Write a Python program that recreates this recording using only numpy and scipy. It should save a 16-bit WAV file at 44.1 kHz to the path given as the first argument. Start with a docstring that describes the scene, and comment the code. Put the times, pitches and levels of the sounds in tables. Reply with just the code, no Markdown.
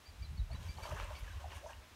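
"""A shallow pond, where a horse heaves itself up and wades on, some way off.
Each leg throws up spray and a cloud of ringing bubbles. Water slaps down on water, and
pockets of air plop as it closes again. A small bird chirps. Gusts of wind rumble on the
microphone, over the steady hiss of reeds and leaves."""
import sys
import numpy as np
from scipy import signal
from scipy.fft import rfft, irfft
from scipy.io import wavfile
from scipy.ndimage import uniform_filter1d

SR = 44100
rng = np.random.default_rng(int(sys.argv[2]) if len(sys.argv) > 2 else 0)


def put_to_file(sound):
    """Save the sound as 16-bit audio at rate SR, in the file named by the first command-line argument."""
    columns = np.atleast_2d(sound).T  # one column per channel
    safe = np.clip(columns, -1, 1)
    whole_steps = np.round(safe * 32767)
    wavfile.write(sys.argv[1], SR, whole_steps.astype(np.int16))


N = 85995

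# A "colour" says how strong the low and high parts of a sound are, compared with each other.
# hiss of reeds and leaves (frequency [Hz], level [dB])
LEAF_COLOUR = [(88, -27), (150, -43), (175, 2.5), (490, -2.5), (561, -1.5), (766, -2), (894, -1.5),
               (1150, -0.5), (1400, -2), (4060, -6.5), (4650, -10), (5130, -9), (15500, -21)]
# deep rumble of the wind (frequency [Hz], level [dB])
RUMBLE_COLOUR = [(25, -22), (40, 0.5), (55, -2), (76, 1), (92, -4), (120, -23), (160, -36.5)]
# how the rumble comes and goes (time [s], level [dB])
RUMBLE_GUSTS = [(0.0, -73), (0.033, -63.5), (0.065, -89), (0.093, -48), (.125, -59), (0.175, -58),
                (0.2, -46.5), (0.227, -41), (0.266, -56), (.282, -49), (0.307, -41.5), (0.336, -51.5),
                (0.386, -43), (0.404, -33.5), (0.429, -32), (0.446, -47), (0.495, -50), (0.516, -41),
                (0.551, -46.5), (.57, -60), (0.589, -43), (0.64, -59), (0.668, -37.5), (0.69, -50),
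                (0.709, -33.5), (0.738, -68), (0.782, -43), (0.802, -64), (0.828, -44), (0.874, -60),
                (0.898, -56), (0.94, -35.5), (0.982, -54), (1.004, -43.5), (1.062, -40.5), (1.086, -50),
                (1.136, -43.5), (1.182, -60), (1.231, -40.5), (1.26, -49), (1.337, -50), (1.362, -42),
                (1.377, -40.5), (1.401, -56), (1.473, -43.5), (1.51, -57.5), (1.574, -46.5), (1.62, -65),
                (1.655, -54), (1.69, -60), (1.735, -59), (1.777, -50.5), (1.9, -73), (1.95, -57)]
# flutter of the wind, a little higher than the rumble (frequency [Hz], level [dB])
FLUTTER_COLOUR = [(115, 5), (140, -0.5), (195, -6.5), (250, -20), (320, -22.5)]
# how the flutter comes and goes (time [s], level [dB])
FLUTTER_GUSTS = [(0.0, -77), (.18, -71), (.235, -56.5), (.285, -68), (0.334, -48.5), (.36, -63),
                 (.395, -50), (.435, -70), (.49, -59.5), (0.55, -44), (.582, -64), (.612, -51), (.645, -60),
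                 (0.681, -57), (0.696, -47), (.722, -66), (.77, -56), (.87, -71), (0.929, -47), (.975, -62),
                 (1.06, -61.5), (1.33, -70.5), (1.95, -74.5)]
# bird notes (start [s], length [s], first pitch [Hz], middle pitch [Hz], last pitch [Hz],
# level of the tone an octave up [dB], level of the base tone [dB])
CHIRPS = [(0.052, 0.05, 2213, 2385, 2230, -59.5, -67), (0.098, .012, 2190, 2160, 2120, -65, -78),
          (0.222, 0.018, 2300, 2336, 2290, -57, -56.5), (0.242, 0.023, 2085, 2017, 2030, -58, -85),
          (0.372, 0.018, 2270, 2180, 2220, -57, -66), (0.389, 0.02, 1975, 1934, 1990, -55, -72),
          (0.514, 0.01, 2170, 2180, 2194, -54.5, -76), (0.524, 0.022, 2260, 2310, 2300, -59, -61),
          (0.549, 0.016, 2000, 1990, 1990, -57.5, -82), (0.679, 0.042, 2245, 2330, 2345, -56, -56.5),
          (0.769, 0.012, 2170, 2190, 2200, -57.5, -77), (0.819, 0.037, 2270, 2288, 2254, -56, -55.5),
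          (1.144, 0.0425, 2247, 2255, 2350, -62, -58.5), (1.31, 0.047, 1946, 1930, 2030, -67, -83)]
# patter of the spray (frequency [Hz], level [dB])
SPRAY_COLOUR = [(500, 2.5), (1500, -22), (3000, 2), (4500, -8), (6200, -3), (7500, -9), (9500, -10.5),
                (10600, -16.5), (12500, -11.5), (15500, -26)]
# thin jets of water (peak time [s], rise [s], fall [s], level [dB], centre frequency [Hz])
JETS = [(1.196, 0.01, 0.012, -66, 10900), (1.567, 0.02, .016, -66.5, 9300),
        (1.676, 0.0069, 0.0097, -61, 6200)]
# water landing flat on water (time [s], peak level [dB], centre frequency [Hz])
SLAPS = [(0.8425, -49, 1500), (0.8621, -42, 3060), (0.9986, -42, 2350), (1.521, -47, 1820)]
# crack of one slap (frequency [times the centre frequency], level [dB])
SLAP_COLOUR = [(.5, -12), (1, 18), (1.5, 5.5), (2.2, -5), (3.3, -9), (5.2, -12)]
# big air pockets (time [s], pitch [Hz], peak level [dB], fade time [s], rise [times the fade time])
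AIR_POCKETS = [(.504, 645, -50.5, 0.0068, .8), (.7842, 816, -41.5, 0.0014, 1.2),
               (.8535, 920, -36.5, 0.0017, 0.83), (.852, 602, -41.5, 0.0033, 0.89),
               (.876, 1140, -46, 0.0031, 0.94), (.909, 1190, -40.5, 0.0029, .7),
               (.921, 595, -44, 0.0042, 0.77), (0.926, 340, -55, .004, 0.88), (.964, 1056, -45, 0.004, .7),
               (0.973, 1720, -53, 0.0033, 0.58), (0.9998, 1160, -32, 0.00076, .7),
               (1.1045, 583, -43, 0.0049, 1.25), (1.4405, 732, -40.5, 0.0035, 1.1),
               (1.4565, 692, -42.5, 0.0043, 0.65), (1.531, 927, -46.5, 0.0031, .6),
               (1.637, 600, -52, 0.0067, 1.7), (1.659, 629, -42, 0.007, 0.77),
               (1.661, 910, -43, .0035, 0.52), (1.692, 1580, -48, 0.0033, 0.44),
               (1.700, 905, -46, .006, 0.27), (1.716, 1795, -54.5, 0.0063, 0.65)]
# falling drops (time [s], pitch [Hz], peak level [dB], fade time [s])
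DROPS = [(1.151, 3460, -55.5, 0.0034), (1.153, 2320, -50.5, 0.0023), (1.243, 1880, -56, .004),
         (1.277, 1670, -50.5, .008), (1.304, 1550, -52.5, 0.0059), (1.320, 1530, -55.5, 0.004),
         (1.732, 2750, -47.5, 0.0018)]
# surges of water pushed by the legs (peak time [s], rise [s], fall [s], bubble level before
# colouring [dB], middle bubble pitch [Hz], spread of pitches [octaves], spray level [dB])
SURGES = [(.512, .009, 0.011, -59, 675, 0.303, -80), (.548, 0.024, 0.042, -58, 1289, 0.72, -70),
          (.65, 0.043, 0.1, -60, 1271, 0.76, -62), (.721, 0.028, 0.16, -78, 2640, 0.64, -66),
          (.797, 0.017, 0.033, -53.5, 910, 0.61, -61), (.843, .012, 0.046, -49.5, 1007, 0.58, -55),
          (.918, 0.031, .069, -49.5, 850, 0.72, -58.5), (.975, 0.013, 0.027, -47.5, 1297, 0.42, -60.5),
          (1.02, .026, 0.058, -49.5, 1422, 0.78, -59), (1.115, 0.017, 0.034, -53.5, 1046, 0.31, -64.5),
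          (1.16, .025, 0.13, -57.5, 1700, 0.82, -64), (1.285, 0.042, 0.23, -61, 1462, 0.75, -68),
          (1.411, .008, 0.05, -57, 929, 0.358, -65.5), (1.525, .022, 0.035, -54.5, 1432, 0.78, -62),
          (1.573, .018, 0.023, -54.5, 1405, 0.73, -60.5), (1.653, 0.021, 0.017, -54, 621, .17, -67),
          (1.705, .016, 0.021, -52.5, 1051, 0.459, -61.5), (1.84, 0.021, 0.022, -64, 1190, 0.66, -87)]
# tone of the bubble clouds (frequency [Hz], boost or cut [dB])
CLOUD_COLOUR = [(200, -26), (350, 2.5), (460, -3.5), (590, 6), (760, -4), (1000, 3.5), (1200, -4),
                (1400, -3.5), (1650, 1), (2000, -3), (2800, 3), (4000, -4), (9000, 1.5)]


def gain(db):
    """Turn decibels into a number to multiply a sound by."""
    return 10 ** (np.asarray(db) / 20)


def unit(x):
    """Scale a signal so that its average strength (rms) is 1."""
    return x / np.sqrt(np.mean(x ** 2) + 1e-20)


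def colour(x, points):
    """Shape the lows and highs by (Hz, dB) points, dropping 23.5 dB an octave past both ends."""
    hz, db = np.array(points, float).T
    octave = np.log2(np.maximum(np.arange(N + 1) * SR / (2 * N), 1))
    outside = np.maximum(np.log2(hz[0]) - octave, 0) + np.maximum(octave - np.log2(hz[-1]), 0)
    curve_db = np.interp(octave, np.log2(hz), db) - 23.5 * outside
    return irfft(rfft(x, 2 * N) * gain(curve_db))[:N]


def drift(turns_per_s):
    """A smooth random wander, about 1 in size."""
    step = max(int(SR / turns_per_s), 1)
    stairs = np.repeat(rng.standard_normal(N // step + 1), step)
    return unit(uniform_filter1d(stairs, step)[:N])


def add(out, start, sound):
    """Mix a sound in at a start time in seconds."""
    i = int(start * SR)
    if 0 <= i < N:
        out[i:i + len(sound)] += sound[:N - i]


def swell(peak, rise, fall):
    """A loudness curve that rises smoothly to its peak, then dies away."""
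    t = np.arange(N) / SR - peak
    return np.exp(-.5 * (np.minimum(t, 0) / rise) ** 2 - np.maximum(t, 0) / fall)


def echo(x, level_db, tail_s):
    """Banks and bushes scatter sound back as a soft tail that fades by 60 dB in tail_s."""
    t = np.arange(SR // 2) / SR
    tail = rng.standard_normal(len(t)) * np.exp(-np.log(1000) * t / tail_s) * (t > .006)
    return x + gain(level_db) * signal.fftconvolve(x, tail / np.linalg.norm(tail))[:N]


def leaves(level_db=-62.5):
    """Far reeds and bushes hiss at a nearly steady level."""
    hiss = unit(colour(rng.standard_normal(N), LEAF_COLOUR))
    return hiss * gain(level_db + .5 * drift(6.35))


def swirls(tone, gusts, smooth_s=0.036):
    """Swirls of air hit the microphone: low noise, evened out so that the gusts set its loudness."""
    noise = colour(rng.standard_normal(N), tone)
    power = np.abs(signal.hilbert(noise)) ** 2 / 2
    strength = np.sqrt(uniform_filter1d(power, int(smooth_s * SR)))
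    times, db = np.array(gusts).T
    return noise / strength * gain(np.interp(np.arange(N) / SR, times, db))


def wind(boost_db=1):
    """Big swirls of air rumble, and smaller ones flutter in the early gusts."""
    rumble = swirls(RUMBLE_COLOUR, RUMBLE_GUSTS)
    flutter = swirls(FLUTTER_COLOUR, FLUTTER_GUSTS)
    return gain(boost_db) * (rumble + flutter)


def bird(tremble_db=0.9):
    """A small bird sings short bending notes: a base tone plus a mostly louder one an octave up."""
    out = np.zeros(N)
    wobble = 1 + 0.0068 * drift(300)
    for start, length, first_hz, middle_hz, last_hz, octave_db, base_db in CHIRPS:
        progress = np.linspace(0, 1, int(length * SR))
        bend = np.polyfit([0, .5, 1], [first_hz, middle_hz, last_hz], 2)
        hz = np.polyval(bend, progress) * wobble[int(start * SR):][:len(progress)]
        phase = 2 * np.pi * np.cumsum(hz) / SR
        note = gain(base_db) * np.sin(phase) + gain(octave_db) * np.sin(2 * phase)
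        loudness = np.sqrt(np.abs(np.sin(np.pi * progress)))
        add(out, start, loudness * note)
    return out * gain(tremble_db * drift(160))


def spray(droplets_per_s=6200, scatter_db=0.5):
    """Fine droplets patter back down with each surge, each one a tiny tick."""
    lands = rng.random(N) < droplets_per_s / SR
    ticks = lands * rng.standard_normal(N) * gain(scatter_db * rng.standard_normal(N))
    power = sum((gain(db) * swell(peak, rise, fall)) ** 2 for peak, rise, fall, *_, db in SURGES)
    return unit(colour(ticks, SPRAY_COLOUR)) * np.sqrt(power)


def jets(half_width_octaves=0.33):
    """Thin jets squirt up beside a hoof, each with a brief high hiss."""
    out = np.zeros(N)
    edge = 2 ** half_width_octaves
    for peak, rise, fall, db, hz in JETS:
        band = [(hz / edge, -12), (hz, 0), (hz * edge, -12)]
        hiss = unit(colour(rng.standard_normal(N), band))
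        out += hiss * gain(db) * swell(peak, rise, fall)
    return out


def slaps(fade_s=0.0028):
    """A sheet of water lands flat with a short crack; the smaller the sheet, the higher it sounds."""
    out = np.zeros(N)
    t = np.arange(N) / SR
    for start, db, hz in SLAPS:
        burst = rng.standard_normal(N) * (t >= start) * np.exp(-np.abs(t - start) / fade_s)
        crack = colour(burst, [(hz * multiple, level) for multiple, level in SLAP_COLOUR])
        out += gain(db) * crack / np.abs(crack).max()
    return out


def bubble(hz, fade_s, rise, climb=0.019):
    """A pocket of air rings, and its pitch climbs as it nears the surface."""
    age = np.arange(int(6 * fade_s * SR) + 2) / (SR * fade_s)  # counted in fade times, like rise
    loudness = (1 - np.exp(-(age / rise) ** 2)) * np.exp(-age)
    phase = 2 * np.pi * hz * fade_s * (age + climb * age ** 2 / 2)
    return loudness / loudness.max() * np.sin(phase)


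def plops():
    """Big air pockets and falling drops each ring out as one clear bubble."""
    out = np.zeros(N)
    for start, hz, db, fade_s, rise in AIR_POCKETS:
        add(out, start, gain(db) * bubble(hz, fade_s, rise))
    for start, hz, db, fade_s in DROPS:
        add(out, start, gain(db) * bubble(hz, fade_s, rise=0.32))
    return out


def bubble_clouds(bubbles_per_s=2100, fade_cycles=3.7, scatter_db=1.7):
    """Each surge from a leg traps a thick cloud of small bubbles, pitched around its own middle note."""
    out = np.zeros(N)
    for peak, rise, fall, db, middle_hz, spread, _ in SURGES:
        cloud = np.zeros(N)
        start, length = peak - 3 * rise, 3 * rise + 4 * fall
        count = int(bubbles_per_s * length)
        chances = rng.standard_normal((2500, 4))[:count]  # four random numbers for each bubble
        for k, (late, pitch, loud, ring) in enumerate(chances):
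            hz = np.clip(middle_hz * 2 ** (spread * pitch), 250, 10000)
            fade_s = fade_cycles * np.exp(0.36 * ring) / hz
            strength = gain(scatter_db * loud) * np.sqrt(hz / middle_hz)
            add(cloud, start + (k + late) / bubbles_per_s, strength * bubble(hz, fade_s, rise=0.42))
        cloud = unit(cloud) * np.sqrt(length * SR / N)  # strength near 1 while the cloud lasts
        out += cloud * gain(db) * swell(peak, rise, fall)
    return colour(out, CLOUD_COLOUR)


def scene():
    """Mix leaves, wind, bird and the wading horse into one channel."""
    wash = echo(bubble_clouds() + spray() + jets(), level_db=-7.5, tail_s=0.36)
    hits = echo(plops() + slaps(), level_db=-9.5, tail_s=0.36)
    song = echo(bird(), level_db=-8.5, tail_s=0.17)
    background = wind() + leaves()
    return (background + song + wash + hits)[None]


def record(dry, low_hz=33, top_hz=15700):
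    """The recorder cuts away the deepest bass and the highest treble."""
    bass_cut = signal.butter(3, low_hz, "high", fs=SR, output="sos")
    treble_cut = signal.ellip(10, .2, 80, top_hz, fs=SR, output="sos")
    thinned = signal.sosfiltfilt(bass_cut, dry, padtype="even")
    return signal.sosfilt(treble_cut, thinned)


dry = scene()
out = record(dry)
put_to_file(out)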